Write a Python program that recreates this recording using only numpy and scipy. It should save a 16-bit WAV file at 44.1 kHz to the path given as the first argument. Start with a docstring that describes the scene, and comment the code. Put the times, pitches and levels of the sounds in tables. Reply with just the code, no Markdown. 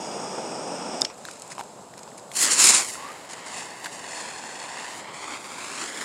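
"""A gas torch roars close by, lights a small ground firework on concrete and is clicked off.
The fuse smoulders and spits, the charge flares into a loud hiss and settles to a steady burn.
Flame, gas and powder are shaped noise; clicks and knocks are damped modes struck by short blows.
Reflections near the hand-held camera comb the burn; distant traffic hums through the night."""
import sys
import numpy as np
from scipy import signal
from scipy.fft import rfft, irfft, next_fast_len
from scipy.io import wavfile

SR = 44100
rng = np.random.default_rng(int(sys.argv[2]) if len(sys.argv) > 2 else 0)


def digitize_waveform(pressure):
    """Quantize a signal to 16-bit integers and store it at the path in sys.argv[1].

    Rows of a 2-D input are taken as channels; values are limited to [-1, 1].
    """
    field = np.atleast_2d(pressure).T
    bounded = np.clip(field, -1, 1)
    quanta = np.round(bounded * 32767).astype(np.int16)
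    wavfile.write(sys.argv[1], SR, quanta)


def attenuation_scalar(level_db):
    """Turn a level in dB into a linear amplitude multiplier (20 dB per decade)."""
    decades = np.asarray(level_db, float) / 20
    return 10 ** decades


N = 266364


def evened(x):
    """Normalisation: scales x to rms 1."""
    return x / np.sqrt(np.mean(x ** 2) + 1e-20)


def curve(points):
    """Linear interpolation: draws each column after the first over the time in seconds."""
    s, *columns = np.transpose(points)
    return [np.interp(np.arange(N) / SR, s, column) for column in columns]


def add(mix, s, sound):
    """Superposition: adds a sound to the mix from s seconds on."""
    part = mix[round(s * SR):][:len(sound)]
    part += sound[:len(part)]


def coloured(x, spectrum):
    """Linear filtering: weights x by a spectrum over log frequency and returns it at rms 1."""
    hz, db = np.transpose(spectrum)
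    size = next_fast_len(N)
    log_hz = np.log(np.fft.rfftfreq(size, 1 / SR) + 1)
    weight = attenuation_scalar(np.interp(log_hz, np.log(hz + 1), db))
    return evened(irfft(rfft(x, size) * weight, size)[:N])


def resonate(x, hz, width_hz):
    """Resonance: a two-pole peak with gain near 1 at its centre."""
    sharpness = max(hz / width_hz, .3)
    return signal.lfilter(*signal.iirpeak(np.clip(hz, 50, 20000), sharpness, SR), x)


def flutter(hz):
    """Random modulation: noise low-passed at hz, rms 1."""
    return evened(signal.lfilter(*signal.butter(2, hz, fs=SR), rng.standard_normal(N)))


def muffled(x):
    """Band limiting: the microphone's port passes little of a click's lowest and highest edges."""
    return signal.sosfilt(signal.butter(3, [250, 9500], "band", fs=SR, output="sos"), x)


# Spectrum of the night air. Each row: frequency in Hz, relative density in dB per Hz.
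NIGHT_SPECTRUM = [(15, -68), (25, -97), (71, -12), (183, -2), (305, -5), (469, -1), (537, 0), (895, -1.5),
                  (1530, -14), (1950, -19.5), (2120, -22), (5140, -21), (5730, -27), (7700, -12),
                  (15500, -75)]
NIGHT_DB = -44.5


def night():
    """Stationary noise, slowly modulated: distant traffic and a faint high wash swell a little."""
    wash = coloured(rng.standard_normal(N), NIGHT_SPECTRUM)
    return wash * attenuation_scalar(NIGHT_DB + 0.69 * flutter(hz=3.7))


# Grit and handling knocks near the camera. Each row: start in seconds, level in dB, frequency in Hz.
KNOCK_ROWS = [(1.2519, -28.5, 1630), (1.2523, -27.5, 4000), (1.286, -25.5, 1420), (1.519, -30, 1960),
              (1.581, -24, 1010), (1.5934, -22.5, 834), (1.601, -27, 920), (1.6096, -24, 910),
              (1.938, -37, 1900), (2.077, -35, 960), (2.117, -41, 1900), (2.316, -30.5, 2170),
              (2.317, -32, 3400), (2.955, -29.5, 1370), (3.8435, -29, 3700), (3.8432, -28.5, 930),
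              (3.859, -20.5, 1660), (3.859, -28, 4020), (3.864, -28, 1650), (3.868, -24, 1600)]
KNOCK_CYCLES, KNOCK_GRIT = 17, 0.66  # cycles in which a knock dies by 60 dB; grit peak over ring peak


def knocks():
    """Damped vibration: each knock is a few cycles of one mode with a puff of grit around it."""
    out, t = np.zeros(N), np.arange(2000) / SR
    noises = rng.standard_normal((len(KNOCK_ROWS), len(t)))
    for (s, db, hz), noise in zip(KNOCK_ROWS, noises):
        onset = 1 - np.exp(-t / 0.00015)
        ring = np.sin(2 * np.pi * hz * t) * onset * attenuation_scalar(-60 * t * hz / KNOCK_CYCLES)
        grit = resonate(noise, 1.8 * hz, 1.3 * hz) * attenuation_scalar(-60 * t / 0.012)
        add(out, s, attenuation_scalar(db) * (ring / abs(ring).max() + KNOCK_GRIT * grit / abs(grit).max()))
    return out


# Broad roar of the blue flame. Each row: frequency in Hz, relative density in dB per Hz.
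ROAR_SPECTRUM = [(24, -81), (40, -55), (170, -1), (903, 1), (1080, -9.5), (1220, -5.5), (3470, -39),
                 (3930, -60), (5170, -8), (6320, -26.5), (8730, -15), (9890, -39), (15500, -70)]
# Resonances of the nozzle. Each row: frequency in Hz, width in Hz of each of two passes,
# relative level in dB, change as the torch turns in dB per second.
NOZZLE_MODES = [(2620, 1400, -2, -0.5), (3300, 230, -13, -5), (5000, 230, -1.5, -4.5),
                (5410, 450, -5.5, 2.5), (5630, 470, -4, -1.5), (6700, 240, -1, -8), (7990, 250, -8, -0.5),
                (8500, 1300, -6, -21)]
# Gas flow; the jet hisses on a moment after the flame dies.
# Each row: time in seconds, relative flame level in dB, relative jet level in dB.
GAS_FLOW = [(0, -3.5, -2), (.2, -0.5, -2), (.5, -0.5, -3), (.8, 0, -1.5), (1.0, -1, 0.5), (1.03, 1, -6),
            (1.06, -9, -2), (1.115, -23, -9), (1.14, -27, -31)]
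ROAR_DB, NOZZLE_DB = -32.5, -41


def torch():
    """Turbulence noise: a flame roars and a jet rings the nozzle, both following the gas flow."""
    off_s = GAS_FLOW[-1][0]
    roar = coloured(rng.standard_normal(N), ROAR_SPECTRUM) * attenuation_scalar(ROAR_DB + 1.1 * flutter(hz=29.8))
    jet = rng.standard_normal(N)
    t = np.minimum(np.arange(N) / SR, off_s)
    nozzle = np.zeros(N)
    for hz, width, db, turn in NOZZLE_MODES:
        mode = evened(resonate(resonate(jet, hz, width), hz, width))
        nozzle += attenuation_scalar(db + turn * t + 0.4 * flutter(hz=9.3)) * mode
    flame_db, jet_db = curve(GAS_FLOW)
    lit = np.arange(N) < off_s * SR
    return (attenuation_scalar(flame_db) * roar + attenuation_scalar(NOZZLE_DB + jet_db) * evened(nozzle)) * lit


# Blows of the trigger. Each row: start in seconds, peak in dB,
# time constant of the rattle in seconds, centre frequency in Hz.
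TRIGGER_BLOWS = [(1.011, -17, 0.003, 9150), (1.0179, -2, 0.00053, 5000), (1.0482, -11.5, 0.0041, 5500),
                 (1.051, -14, 0.0009, 3620)]
# Modes of the valve body. Each row: frequency in Hz, relative level in dB, 60 dB decay in seconds.
VALVE_MODES = [(1900, -28, 0.015), (2920, -17, 0.062), (3650, -3, 0.021), (5100, 3, 0.0074),
               (5360, 10, 0.0051), (6720, 12, 0.0033), (9900, -2, 0.0085)]


def trigger():
    """Modal excitation: short rattles of impacts, densest in energy at their start, ring the valve body."""
    out, t = np.zeros(N), np.arange(2000) / SR
    ring = sum(attenuation_scalar(db - 60 * t / t60) * np.sin(2 * np.pi * hz * t) for hz, db, t60 in VALVE_MODES)
    noises = rng.standard_normal((len(TRIGGER_BLOWS), 2, len(t)))
    for (s, db, decay_s, hz), (rattle, crack) in zip(TRIGGER_BLOWS, noises):
        fade = np.exp(-t / decay_s)
        hit = np.convolve(rattle * fade, ring)
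        hit = hit / abs(hit).max()
        hit[:len(t)] += 0.64 * crack * fade  # the dry crack on top
        thud = np.pad(crack * np.exp(-t / 0.0026), (0, len(t) - 1))
        hit = resonate(muffled(hit) + 0.025 * hit, hz, 3300) + 0.11 * resonate(thud, 1100, 1600)
        add(out, s, attenuation_scalar(db) * hit / abs(hit).max())
    return out


WHISTLE_S, WHISTLE_LENGTH_S, WHISTLE_DB = 2.965, 0.157, -41
WHISTLE_HZ, RISE_HZ_PER_S = 1060, 950


def whistle():
    """Narrow-band noise: as the flare dies, the vent whistles briefly on a wavering, rising pitch."""
    t = np.arange(N) / SR - WHISTLE_S
    hz = WHISTLE_HZ + RISE_HZ_PER_S * np.clip(t, 0, WHISTLE_LENGTH_S)
    waver = signal.lfilter(*signal.butter(1, 35, fs=SR), rng.standard_normal((2, N)))
    envelope = .5 + evened(waver[0]) + 1j * evened(waver[1])
    tone = (envelope * np.exp(2j * np.pi * np.cumsum(hz) / SR)).real
    fade = np.clip(np.minimum(t, WHISTLE_LENGTH_S - t) / 0.0083, 0, 1)
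    return attenuation_scalar(WHISTLE_DB) * evened(tone) * fade


SMALL_FROM_S, SMALL_TO_S, SMALL_HZ = 1.14, 2.25, 6500
SMALL_DB, SMALL_SPREAD_DB = -39, 2.5  # base level; spread per natural-log unit of size


def small_sparks(count):
    """Random point process: rows for the faint pops, crowding early in the fuse's life."""
    when, size, pitch = rng.random((count, 3)).T
    s = SMALL_FROM_S + (SMALL_TO_S - SMALL_FROM_S) * when ** 2
    db = SMALL_DB - SMALL_SPREAD_DB * np.log(size + .05)
    return list(zip(s, db, SMALL_HZ * (1 + .7 * (pitch - .5))))


# The loudest sparks. Each row: start in seconds, level in dB, centre frequency in Hz.
LOUD_POPS = [(1.1794, -30, 7500), (1.2802, -30, 4160), (1.3124, -22, 7560), (1.338, -30, 7510),
             (1.398, -27, 7140), (1.4207, -22, 7530), (1.4775, -29, 7040), (1.519, -23, 4300),
             (1.5514, -29, 6800), (1.6367, -29.5, 7880), (1.979, -25, 7250), (1.992, -28, 7270),
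             (2.0327, -23.5, 7300), (2.1799, -24, 8600), (3.3343, -23.5, 6790), (3.483, -24, 7060)]
POP_T60_S = 0.008


def sparks():
    """Impulsive noise: each pop is a click and a dying puff, heard through one broad resonance."""
    rows = LOUD_POPS + small_sparks(count=20)
    out, t = np.zeros(N), np.arange(3000) / SR
    for (s, db, hz), noise in zip(rows, rng.standard_normal((len(rows), len(t)))):
        puff = noise * attenuation_scalar(-60 * t / POP_T60_S) + 5.0 * (t == 0)
        puff = resonate(puff, hz, hz / 1.8)
        add(out, s, attenuation_scalar(db) * puff / abs(puff).max())
    return muffled(out)


# Loose powder spits short puffs of gas. Each row: start in seconds, length in seconds, hiss level in dB.
SPIT_ROWS = [(1.501, 0.037, -40.5), (1.585, 0.032, -43.5), (1.973, 0.029, -50), (2.028, 0.018, -50),
             (2.174, 0.024, -48), (3.29, 0.055, -43), (3.458, .03, -41.5), (3.843, 0.027, -41)]
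SPIT_RISE_S, SPIT_FALL_S = 0.0027, 0.017  # soft edges, centred on the start and the end


def spits():
    """Amplitude envelope: the gain of the puffs has a quick rise, a hold and a slower fall."""
    t = np.arange(N) / SR
    gain = np.zeros(N)
    for s, length, db in SPIT_ROWS:
        edges = np.minimum((t - s) / SPIT_RISE_S, (s + length - t) / SPIT_FALL_S)
        gain += attenuation_scalar(db) * np.clip(edges + .5, 0, 1) ** 2
    return gain


SPUTTER, FIZZ_SPUTTER = 0.21, 0.73  # amplitude share of grains, 0 to 1


def powder():
    """Granular noise: two rows of steady noise mixed with chance grains, for the gas and for the fizz."""
    sputter = np.array([[SPUTTER], [FIZZ_SPUTTER]])
    grains = (rng.random(N) < 900 / SR) * attenuation_scalar(1.7 * np.minimum(rng.exponential(1, N), 3))  # about 900 a second
    t = np.arange(300) / SR
    decay = attenuation_scalar(-60 * t / 0.0012)
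    grains = evened(signal.oaconvolve(grains, decay)[:N] * rng.standard_normal(N))
    drive = np.sqrt(1 - sputter ** 2) * rng.standard_normal(N) + sputter * grains
    return drive * attenuation_scalar(1.0 * flutter(hz=23.4) + 1.46 * flutter(hz=126))  # uneven powder


# Spectra of the gas hiss, the duller flame body and the finest fizz.
# Each row: frequency in Hz, relative density in dB per Hz.
HISS_SPECTRUM = [(1000, -44), (1700, -32), (2040, -7), (2340, -15.5), (2540, -11), (2770, -13.5),
                 (3070, -11), (4330, -3.5), (4810, -7), (5290, -2.5), (5870, -1.5), (6620, 0), (7060, 3.5),
                 (9340, -2), (11500, -27), (15000, -86), (22000, -120)]
BODY_SPECTRUM = [(60, -53), (150, -18), (300, -3), (600, -3.5), (1000, 5), (2000, -3), (2800, -10),
                 (3300, -5.5), (5000, -18), (10000, -40)]
FIZZ_SPECTRUM = [(8500, -29), (10500, 8.5), (11500, -2.5), (13000, -7), (15700, -11)]
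# The fuse smoulders, then the charge flares in three surges and settles.
# Each row: time in seconds, hiss level in dB, flame body level in dB.
BURN_LEVELS = [(1.1, -62, -39.5), (1.16, -59, -65), (1.28, -47.5, -50.5), (1.45, -51.5, -54),
               (1.63, -58, -61), (2.29, -59, -92), (2.33, -46, -53), (2.36, -29, -40), (2.435, -17, -30),
               (2.488, -27, -26.5), (2.52, -17.5, -29), (2.57, -24.5, -31.5), (2.594, -16.5, -27),
               (2.67, -12.5, -24.5), (2.73, -17.5, -25.5), (2.768, -16, -25.5), (2.805, -24.5, -28.5),
               (2.835, -32.5, -37.5), (2.91, -35, -43.5), (3.05, -50, -40.5), (3.25, -53, -46),
               (3.36, -50, -41), (3.44, -51, -40.5), (3.57, -36.5, -35.5), (3.75, -52.5, -43),
               (3.95, -42.5, -41.5), (4.03, -46.5, -40), (4.15, -39, -36), (4.46, -45.5, -39.5),
               (4.88, -43, -36), (4.99, -45.5, -40.5), (5.1, -61, -38.5), (5.146, -45.5, -38.5),
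               (5.25, -44.5, -37.5), (5.35, -44, -33.5), (5.4, -46.5, -41.5), (5.6, -43.5, -37),
               (5.82, -37, -34), (5.94, -42, -37), (6.04, -37.5, -33.5)]
# The finest fizz. Each row: time in seconds, level relative to the hiss in dB.
FIZZ_LEVELS = [(1.1, -37), (2.2, -15), (2.3, -11), (2.44, -11.5), (2.52, -21), (2.67, -14.5), (2.75, -26),
               (2.85, -12.5), (3.2, -8.5), (3.57, -26), (3.8, -11), (4.1, -27), (4.8, -30), (4.97, -13),
               (5.15, -39), (5.45, -13), (5.8, -24), (6.04, -13)]
SPIT_BODY_DB, SPIT_FIZZ_DB = -2.5, -34  # flame body and fizz of a spit relative to its hiss


def burn():
    """Jet and combustion noise: hot gas hisses over the duller flame and grains of powder crackle."""
    hiss_db, body_db = curve(BURN_LEVELS)
    fizz_db = hiss_db + curve(FIZZ_LEVELS)[0]
    puffs = spits()
    hiss = np.hypot(attenuation_scalar(hiss_db), puffs)  # puffs add in power
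    body = np.hypot(attenuation_scalar(body_db), attenuation_scalar(SPIT_BODY_DB) * puffs)
    fizz = np.hypot(attenuation_scalar(fizz_db), attenuation_scalar(SPIT_FIZZ_DB) * puffs)
    gas_drive, fizz_drive = powder()
    layers = hiss * coloured(gas_drive, HISS_SPECTRUM) + body * coloured(gas_drive, BODY_SPECTRUM)
    layers += fizz * coloured(fizz_drive, FIZZ_SPECTRUM)
    return layers * (np.arange(N) > BURN_LEVELS[0][0] * SR)


# Path by way of the ground, later the higher the camera is held.
# Each row: time in seconds, mean delay in milliseconds, strength at low frequencies from 0 to 1.
GROUND_BOUNCE = [(2.3, 0.77, .5), (2.43, 0.6, 0.33), (2.64, 0.76, 0.35), (2.8, 0.82, 0.3), (2.92, 1.1, 0.7),
                 (3.1, 1.03, 0.15), (3.45, 1.02, 0.27), (3.57, 1.11, 0.54), (3.92, 1.05, 0.7),
                 (4.27, 1.175, 0.5), (4.4, 1.145, 0.64), (4.7, 1.12, 0.53), (4.96, 1.035, 0.35),
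                 (5.19, 0.897, 0.6), (5.36, 0.85, 0.6), (5.52, 0.84, 0.4), (5.68, 0.78, 0.5),
                 (5.78, 0.73, 0.27), (5.9, 0.58, 0.6), (6.04, 0.556, 0.45)]
HAND_MS, HAND_SHARE = .42, .36  # bounce off hand and camera body
SIDE_MS, SIDE_SHARE = 0.366, 0.1  # a weaker path that trails the bounce
AGAIN_SHARE = .12  # times the bounce itself, kept by each further repeat
DULL_HZ, WANDER_MS = 4500, .012  # treble loss of the bounce; rms wander of its delay with the flame


def reflected(x):
    """Interference: delayed copies add to the direct sound, and their comb notches slide through the hiss."""
    hz, t, z = signal.stft(x, SR, nperseg=512, noverlap=384)
    s, *columns = np.transpose(GROUND_BOUNCE)
    ms, share = (np.interp(t, s, column) for column in columns)
    hz = hz[:, None]
    ms = ms + WANDER_MS * flutter(hz=19)[np.minimum(t * SR, N - 1).astype(int)]
    late, side, near = (np.exp(-2j * np.pi * hz * delay / 1000) for delay in (ms, SIDE_MS, HAND_MS))
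    high_loss = 1 + (hz / 8000) ** 4
    late = share * late / np.sqrt(1 + (hz / DULL_HZ) ** 4 / high_loss)
    copies = late * (1 + SIDE_SHARE * side) / (1 - AGAIN_SHARE * late)
    hand = 1 + HAND_SHARE / high_loss * near
    z *= hand * (1 + copies) / np.sqrt(1 + abs(late) ** 2)  # offsets the power the bounce adds
    return signal.istft(z, SR, nperseg=512, noverlap=384)[1][:N]


def scene():
    """Superposition: night, handling, torch and firework sum as one channel."""
    firework = reflected(burn() + sparks()) + whistle()
    return (night() + knocks() + torch() + trigger() + firework)[None]


def top_cut(x):
    """Nothing passes above the cut-off."""
    return signal.sosfilt(signal.butter(12, 15750, fs=SR, output="sos"), x)


# Hiss of the preamp. Each row: frequency in Hz, relative density in dB per Hz.
PREAMP_SPECTRUM = [(6000, -14), (10000, -7), (12000, -12), (15700, -24)]
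PREAMP_DB = -64.5


def record(dry):
    """Saturation: the preamp hisses faintly, rounds the loudest peaks and cuts the deepest bass."""
    hiss = attenuation_scalar(PREAMP_DB) * coloured(rng.standard_normal(N), PREAMP_SPECTRUM)
    rounded = 1.051 * np.tanh((dry + hiss) / 1.111)
    finished = signal.lfilter(*signal.butter(1, 60, "high", fs=SR), rounded)
    return top_cut(finished)


dry = scene()
out = record(dry)
digitize_waveform(out)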